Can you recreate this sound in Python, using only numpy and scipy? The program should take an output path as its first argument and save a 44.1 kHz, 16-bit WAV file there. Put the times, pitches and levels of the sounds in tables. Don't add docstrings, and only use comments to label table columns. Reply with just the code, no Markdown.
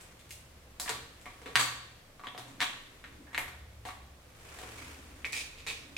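import sys
import numpy as np
from scipy import signal
from scipy.fft import rfft, irfft, next_fast_len
from scipy.io import wavfile
from scipy.ndimage import uniform_filter1d

SR = 44100
rng = np.random.default_rng(int(sys.argv[2]) if len(sys.argv) > 2 else 0)


def dump(signal):
    limited = np.clip(np.atleast_2d(signal).T, -1, 1)
    pcm = np.round(limited * 32767).astype(np.int16)
    wavfile.write(sys.argv[1], SR, pcm)


N = 263277
SIZE = 32768
TIME = np.arange(N) / SR
AGE = np.arange(SIZE) / SR
FREQ = np.maximum(np.fft.rfftfreq(SIZE, 1 / SR), 1)
PIVOT_HZ = 2120


def from_db(db):
    return 10 ** (np.asarray(db) / 20)


def rms_one(x):
    return x / np.sqrt(np.mean(x ** 2) + 1e-20)


def at_hz(points, hz):
    pitches, values = np.transpose(points)
    return np.interp(np.log(np.maximum(hz, 1)), np.log(pitches), values)


def level_curve(rows):
    return from_db(np.interp(TIME, *np.transpose(rows)))


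def bell(f, hz, width):
    return 1 / (1 + (2 * (f - hz) / width) ** 2)


def add(out, start_s, sound):
    i = int(np.clip(round(start_s * SR), 0, N - 1))
    fade = np.minimum(1, np.linspace(10, 0, SIZE)) ** 2
    out[:, i:i + SIZE] += (sound * fade)[:, :N - i]


def diffuse(size):
    # pitch_hz, likeness (0 to 1)
    likeness = [(60, 1), (130, 0.98), (260, 0.86), (520, 0.57), (1000, 0.35), (2000, 0.03), (4000, 0),
                (9000, 0.05)]
    alike = np.clip(at_hz(likeness, np.fft.rfftfreq(size, 1 / SR)), 0, 1)
    mid, side = rfft(rng.standard_normal((2, size)))
    return (np.sqrt(1 + alike) * mid + np.sqrt(1 - alike) * side * [[1], [-1]]) / np.sqrt(2)


def noise(gain_at):
    size = 2 * next_fast_len(N // 2 + 1)
    spectrum = diffuse(size) * gain_at(np.fft.rfftfreq(size, 1 / SR))
    return rms_one(irfft(spectrum)[:, :N])


def room_decay(early_boost=3.9, early_s=0.029, gap_s=0.00087):
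    # pitch_hz, fade_s
    fade_times = [(120, 0.69), (300, 0.83), (1000, 0.71), (2000, 0.77), (3900, 0.81), (7500, 0.6),
                  (14000, 0.39)]
    hz, fade_s = np.transpose(fade_times)
    bands = np.array([at_hz(list(zip(hz, one)), FREQ) for one in np.eye(len(hz))])
    slow = from_db(-60 * AGE / fade_s[:, None]) ** 2
    quick = early_boost * np.exp(-AGE / early_s)
    onset = 1 - np.exp(-(AGE / gap_s) ** 2)
    power = (slow + quick) * onset
    return bands, np.sqrt(power / power.sum(axis=1, keepdims=True))


def room(direct_db, decay, scatter_s=0.0012, scatter_hz=3600, small_hz=400, shade_hz=9500):
    # delay_s, left_db, right_db
    echoes = [(.0042, -4, -23), (.0067, -3, -11), (0.0123, -15, -27), (0.0173, -11, -5.5)]
    white = diffuse(SIZE)
    tail = sum(irfft(white * band) * envelope for band, envelope in zip(*decay))
    paths = np.zeros((2, SIZE))
    paths[:, 0] = 1
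    for delay, left_db, right_db in echoes:
        paths[:, int(delay * SR * rng.uniform(.95, 1.05))] += from_db([left_db, right_db])
    scatter = rng.standard_normal(512) * np.exp(-AGE[:512] / scatter_s)
    scatter = rfft(scatter / np.linalg.norm(scatter), SIZE)
    z = 1j * FREQ / scatter_hz
    pulse = (1 + z * z * scatter) / (1 + np.sqrt(2) * z + z * z)
    pulse *= 1j * FREQ / (1j * FREQ + small_hz)
    pulse /= 1 + 1j * FREQ / shade_hz
    return rfft(tail) + from_db(direct_db) * pulse * rfft(paths)


def push(tone, weight_db, hardness_db, low_hz=910, high_hz=7560):
    tilt = [(low_hz, weight_db), (PIVOT_HZ, 0), (high_hz, hardness_db)]
    return at_hz(tone, FREQ) + at_hz(tilt, FREQ)


def struck(tone_db):
    cepstrum = irfft(np.log(from_db(tone_db)))
    cepstrum[1:SIZE // 2] *= 2
    cepstrum[SIZE // 2 + 1:] = 0
    return np.exp(rfft(cepstrum))


def plate(tone_db, modes, spread_s):
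    boost_db = sum(db * bell(FREQ, hz, width) for hz, width, db in modes)
    bass_lag = np.exp(-4j * np.pi * spread_s * np.sqrt(FREQ * PIVOT_HZ))
    return struck(tone_db + boost_db) * bass_lag


def background(air_db=-57.5):
    # pitch_hz, level_db
    air_tone = [(12, -48), (20, 9.5), (49, -9), (116, 0.5), (198, -5.5), (310, -8.5), (357, -7),
                (399, -11.5), (513, -6), (873, -14), (1090, -12.5), (1370, -15), (1810, -14.5),
                (14700, -27.5), (16000, -35)]
    # pitch_hz, width_hz, level_db
    hum_notes = [(75.74, 2.4, 0.5), (63.7, 10, -2), (110, 4.7, -5)]
    # time_s, level_db
    hum_levels = [(0.0, -66), (0.25, -56), (1.48, -63.5), (1.66, -59.5), (2.33, -70), (3.92, -53.5),
                  (4.26, -57), (4.59, -54.5), (5.97, -58)]
    air = noise(lambda f: from_db(at_hz(air_tone, f)))
    hum = noise(lambda f: sum(from_db(db) * bell(f, hz, width) for hz, width, db in hum_notes))
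    return from_db(air_db) * air + level_curve(hum_levels) * hum


def gloves_and_sleeves(swing_s=4.534, hold_s=0.35, swing_db=-49.5, grain_db=-1.8):
    # pitch_hz, level_db
    cloth_tone = [(90, -17), (170, -17.5), (400, -3.5), (700, -9), (1100, -6), (2400, -7), (4200, -15),
                  (8500, -15.5), (12000, -22.5), (16000, -29)]
    # time_s, level_db
    glove_levels = [(0, -54.5), (.2, -65), (.7, -68.5), (1.55, -58), (2.15, -74), (2.42, -60.5), (3.0, -63),
                    (4.1, -78), (5.2, -60), (5.97, -61)]
    rise_db_per_s, fall_db_per_s = 68, 43
    before = np.maximum(swing_s - TIME, 0)
    after = np.maximum(TIME - swing_s - hold_s, 0)
    swing = from_db(swing_db - rise_db_per_s * before - fall_db_per_s * after)
    slips = rms_one(uniform_filter1d(rng.standard_normal(N), size=200))
    cloth = noise(lambda f: from_db(at_hz(cloth_tone, f)))
    return cloth * np.hypot(level_curve(glove_levels), swing) * from_db(grain_db * slips)


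def on_board(tone_db, pitch, boost_db, direct_db, decay, sharpness=4.0):
    # pitch_hz, width_hz, boost_db
    board_modes = [(193, 37, 0.5), (270, 22, 7.5), (733, 27, 10), (963.5, 87, 6), (1137.4, 38, 10),
                   (1390, 7.7, -2.5), (1667, 14, 4.5), (1850, 56, 7), (2170, 77, 4), (2376, 16, 7.5),
                   (2700, 15, 8.5), (2620, 25, -8), (3290, 6, 9), (3520, 34, 6), (3990, 570, 3),
                   (5270, 3400, -1), (8600, 6200, -0.5)]
    tone_db = tone_db + boost_db * bell(FREQ, pitch, pitch / sharpness)
    return irfft(plate(tone_db, board_modes, spread_s=0.00028) * room(direct_db, decay))


def clip_ticks(decay, gain_db=-2, boost_db=7.5, direct_db=-5.0):
    # start_s, level_db, weight_db, hardness_db, pitch_hz
    ticks = [(0.0102, -26, 6, 3, 7950), (0.193, -20, -14, -7, 3500), (0.2923, -25, -4, 3, 2300),
             (0.3073, -12, -17, 1, 2680), (0.7985, -5.5, 7.5, 4, 4770), (0.8934, -7.5, 2, -3, 4600),
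             (1.214, -23, -6, -7, 8000), (2.3779, -6.5, 6.5, -9.5, 3770), (2.481, -25, 12, -3.5, 7000),
             (3.3783, -10, 17.5, 1, 12800), (3.867, -18.5, 12.5, 1, 3890)]
    # pitch_hz, level_db
    tick_tone = [(30, -6), (130, -18), (410, -5.5), (1030, -3.5), (2030, 0), (4200, -0.5), (7900, 2),
                 (11500, -2), (15000, -11)]
    rebound_s, rebound_db, harder_db = 0.012, -19, 14
    out = np.zeros((2, N))
    for start, level, weight, hardness, pitch in ticks:
        tone = gain_db + level + push(tick_tone, weight, hardness)
        rebound = gain_db + level + rebound_db + push(tick_tone, weight, hardness + harder_db)
        add(out, start, on_board(tone, pitch, boost_db, direct_db, decay))
        add(out, start + rebound_s, on_board(rebound, pitch, boost_db, direct_db, decay))
    return out


def finger_knocks(decay, gain_db=-2, boost_db=13.0, near_db=-1):
    # start_s, level_db, weight_db, hardness_db, direct_db, pitch_hz
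    knocks = [(0.86, -8.5, 2, 10, -8, 1800), (.894, -3.5, 0, -3, -4, 450),
              (1.2572, -12.5, 1.5, 9.5, -4.5, 2180), (1.264, -21, 7.5, -3, 0.5, 1150),
              (1.303, -26, -9, 11, 0, 3420), (1.417, -15.5, 2.5, 8.5, -4, 450),
              (1.459, -1, -2, 1, -11.5, 450), (2.1952, -19.5, 6, 5, -4, 1300),
              (2.237, -12.5, 2, -3, -3.5, 1190), (2.2437, -8, -3, -1, -8, 1060),
              (2.27, -6, -3, -1, 0, 3400), (2.348, -13, 3, -10, -0.5, 666),
              (3.269, -17, -2, -12, -13, 1680), (3.331, -13, 3, 6, -7, 2000),
              (3.481, -11, -7, 7, -3.5, 1430), (3.852, -4.5, 0, 8.5, -9.5, 790),
              (3.8883, -4, -8.5, -8, 0.5, 1130), (4.588, -9.5, -5.5, 13, -4.5, 730),
              (4.63, -9.5, 2.5, -3, -6, 462)]
    # pitch_hz, level_db
    knock_tone = [(30, -20), (130, -1.5), (410, 0), (1030, -0.5), (2030, 0), (3800, -7.5), (5400, -16),
                  (7900, -16.5), (15000, -31)]
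    out = np.zeros((2, N))
    for start, level, weight, hardness, direct, pitch in knocks:
        tone = gain_db + level + push(knock_tone, weight, hardness)
        add(out, start, on_board(tone, pitch, boost_db, direct + near_db, decay))
    return out


def latch_snaps(decay, gain_db=-2, boost_db=5, near_db=-2.0):
    # start_s, level_db, weight_db, hardness_db, direct_db, pitch_hz
    snaps = [(.878, 4.5, -1.5, 1.5, -9.5, 1550), (.893, -1, 4.5, 13.5, -0.5, 4500),
             (1.5556, 17, -3.5, 0.5, -1.5, 1530), (1.594, 10, 2.5, 11.5, -12, 1220),
             (2.596, -8, 5.5, -8, -19, 1700), (2.6044, 5, -4.5, 3, 0, 1800), (2.615, 10, -2, 2.5, -4, 3230),
             (2.626, -5.5, 3.5, 8.5, 8.5, 1640), (3.0405, -6, -7, -8, -2.5, 1560),
             (3.3465, 3, -4.5, -4, -2, 1750), (3.378, 6.5, -7, -9.5, 1, 2080)]
    # pitch_hz, level_db
    snap_tone = [(30, -61), (130, -14.5), (300, -11), (460, -10), (620, -9.5), (1030, -1), (2030, 0),
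                 (3800, -4), (5200, -13.5), (7900, -12.5), (11000, -22.5), (15000, -28)]
    out = np.zeros((2, N))
    for start, level, weight, hardness, direct, pitch in snaps:
        tone = gain_db + level + push(snap_tone, weight, hardness)
        add(out, start, on_board(tone, pitch, boost_db, direct + near_db, decay))
    return out


def case_thumps(pitch_hz=123, fade_s=0.86, swell_s=0.0058):
    # start_s, level_db
    thumps = [(.893, -50), (1.557, -41), (2.379, -52), (2.608, -54.5), (3.381, -53)]
    envelope = (1 - np.exp(-AGE / swell_s)) * from_db(-60 * AGE / fade_s)
    boom = np.sin(2 * np.pi * pitch_hz * AGE) * envelope
    out = np.zeros((2, N))
    for start, level in thumps:
        add(out, start, from_db(level) * boom[None])
    return out


def spring_twangs(decay, direct_db=-8):
    # start_s, level_db
    twangs = [(1.556, 14.5), (1.595, 14)]
    # pitch_hz, width_hz, level_db
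    spring_modes = [(4530, 160, 1), (5370, 40, -10), (6340, 70, -3), (6970, 38, -2), (7800, 79, -1),
                    (8230, 56, -15), (9900, 330, -11), (13100, 90, -16), (13600, 200, -19)]
    ring = sum(from_db(db) / (1 + 2j * (FREQ - hz) / width) for hz, width, db in spring_modes)
    out = np.zeros((2, N))
    for start, level in twangs:
        add(out, start, irfft(from_db(level) * ring * room(direct_db, decay)))
    return out


def table_brushes(pitch_hz=275, width_hz=70, lead_s=0.23):
    # peak_s, level_db, width_s
    brushes = [(2.558, -59.5, 0.18), (3.085, -60, 0.033), (3.216, -56.5, 0.054), (4.88, -60.5, 0.21),
               (5.208, -62.5, 0.25), (5.943, -59, 0.19)]
    out = np.zeros((2, N))
    for peak_s, level, width_s in brushes:
        rub = rms_one(irfft(diffuse(SIZE) * bell(FREQ, pitch_hz, width_hz)))
        swell = np.exp(-.5 * ((AGE - lead_s) / width_s) ** 2)
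        add(out, peak_s - lead_s, from_db(level) * rub * swell)
    return out


def on_tray(tone_db, direct_db, decay, pan_db=-2.0):
    # pitch_hz, width_hz, boost_db
    tray_modes = [(453, 51, 11), (1495, 450, -3.5), (1870, 69, 6), (2150, 110, -2), (2293, 155, 9.5),
                  (2530, 100, 9), (3770, 120, 3.5), (8600, 2200, 1.5)]
    left_right = from_db([[pan_db / 2], [-pan_db / 2]])
    return plate(tone_db, tray_modes, spread_s=.00071) * room(direct_db, decay) * left_right


def tray_taps(decay, gain_db=-3, boost_db=9, sharpness=15.0, near_db=-3.0):
    # start_s, level_db, weight_db, hardness_db, direct_db, pitch_hz
    taps = [(4.775, -10, 2, 3, -13, 2240), (4.812, -14, 4, -4, -13, 2450), (5.2451, 3, -12, -43, 8.5, 2230),
            (5.2503, 0, 2.5, -3, -3, 2100), (5.3224, -3.5, -1, 9, -19, 2420),
            (5.33, 3.5, -5, -2.5, -0.5, 2430), (5.6652, 0, 6, 0, -6, 1076),
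            (5.9655, 10, -3, -7.5, -13.5, 2560)]
    # pitch_hz, level_db
    tap_tone = [(30, -13), (130, -13), (410, -12), (1030, -8), (2030, -0.5), (3440, -3), (7900, -8.5),
                (15000, -20.5)]
    out = np.zeros((2, N))
    for start, level, weight, hardness, direct, pitch in taps:
        tone = gain_db + level + push(tap_tone, weight, hardness)
        tone += boost_db * bell(FREQ, pitch, pitch / sharpness)
        add(out, start, irfft(on_tray(tone, direct + near_db, decay)))
    return out


def tray_skids(decay, gain_db=-3, direct_db=-2, ring_hz=2600, ring_width_hz=260, ring_db=3):
    # start_s, length_s, level_db, weight_db, hardness_db
    skids = [(5.351, 0.07, -5, -3, 7), (5.577, 0.028, -11, -10, -1.5), (5.671, 0.041, 0, -5.5, 1.5)]
    # pitch_hz, level_db
    slip_tone = [(30, -19), (130, -9), (410, -7), (1030, -6.5), (2030, -3.5), (3700, -1.5), (5200, -7.5),
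                 (7900, -11.5), (15000, -27)]
    gap_s, scatter_db, fade_db = .0075, 3.5, 8.5
    out = np.zeros((2, N))
    for start, length, level, weight, hardness in skids:
        jitter, sizes, signs = rng.standard_normal(size=(3, 32))
        gaps = gap_s * np.exp(.25 * jitter)
        when = np.cumsum(gaps) - gaps[0]
        strength = from_db(scatter_db * sizes - fade_db * when / length) * np.sign(signs)
        sliding = when < length
        slips = np.zeros(SIZE)
        slips[(when[sliding] * SR).astype(int)] = strength[sliding]
        tone = gain_db + level + push(slip_tone, weight, hardness)
        tone += ring_db * bell(FREQ, ring_hz, ring_width_hz)
        add(out, start, irfft(rfft(slips) * on_tray(tone, direct_db, decay)))
    return out


def scene():
    decay = room_decay()
    laptop = latch_snaps(decay) + finger_knocks(decay) + clip_ticks(decay)
    laptop += spring_twangs(decay) + case_thumps()
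    tray = tray_taps(decay) + tray_skids(decay)
    return laptop + tray + gloves_and_sleeves() + table_brushes() + background()


def record(dry, cutoff_hz=16300):
    return signal.sosfilt(signal.ellip(10, .1, 80, cutoff_hz, fs=SR, output="sos"), dry)


dry = scene()
out = record(dry)
dump(out)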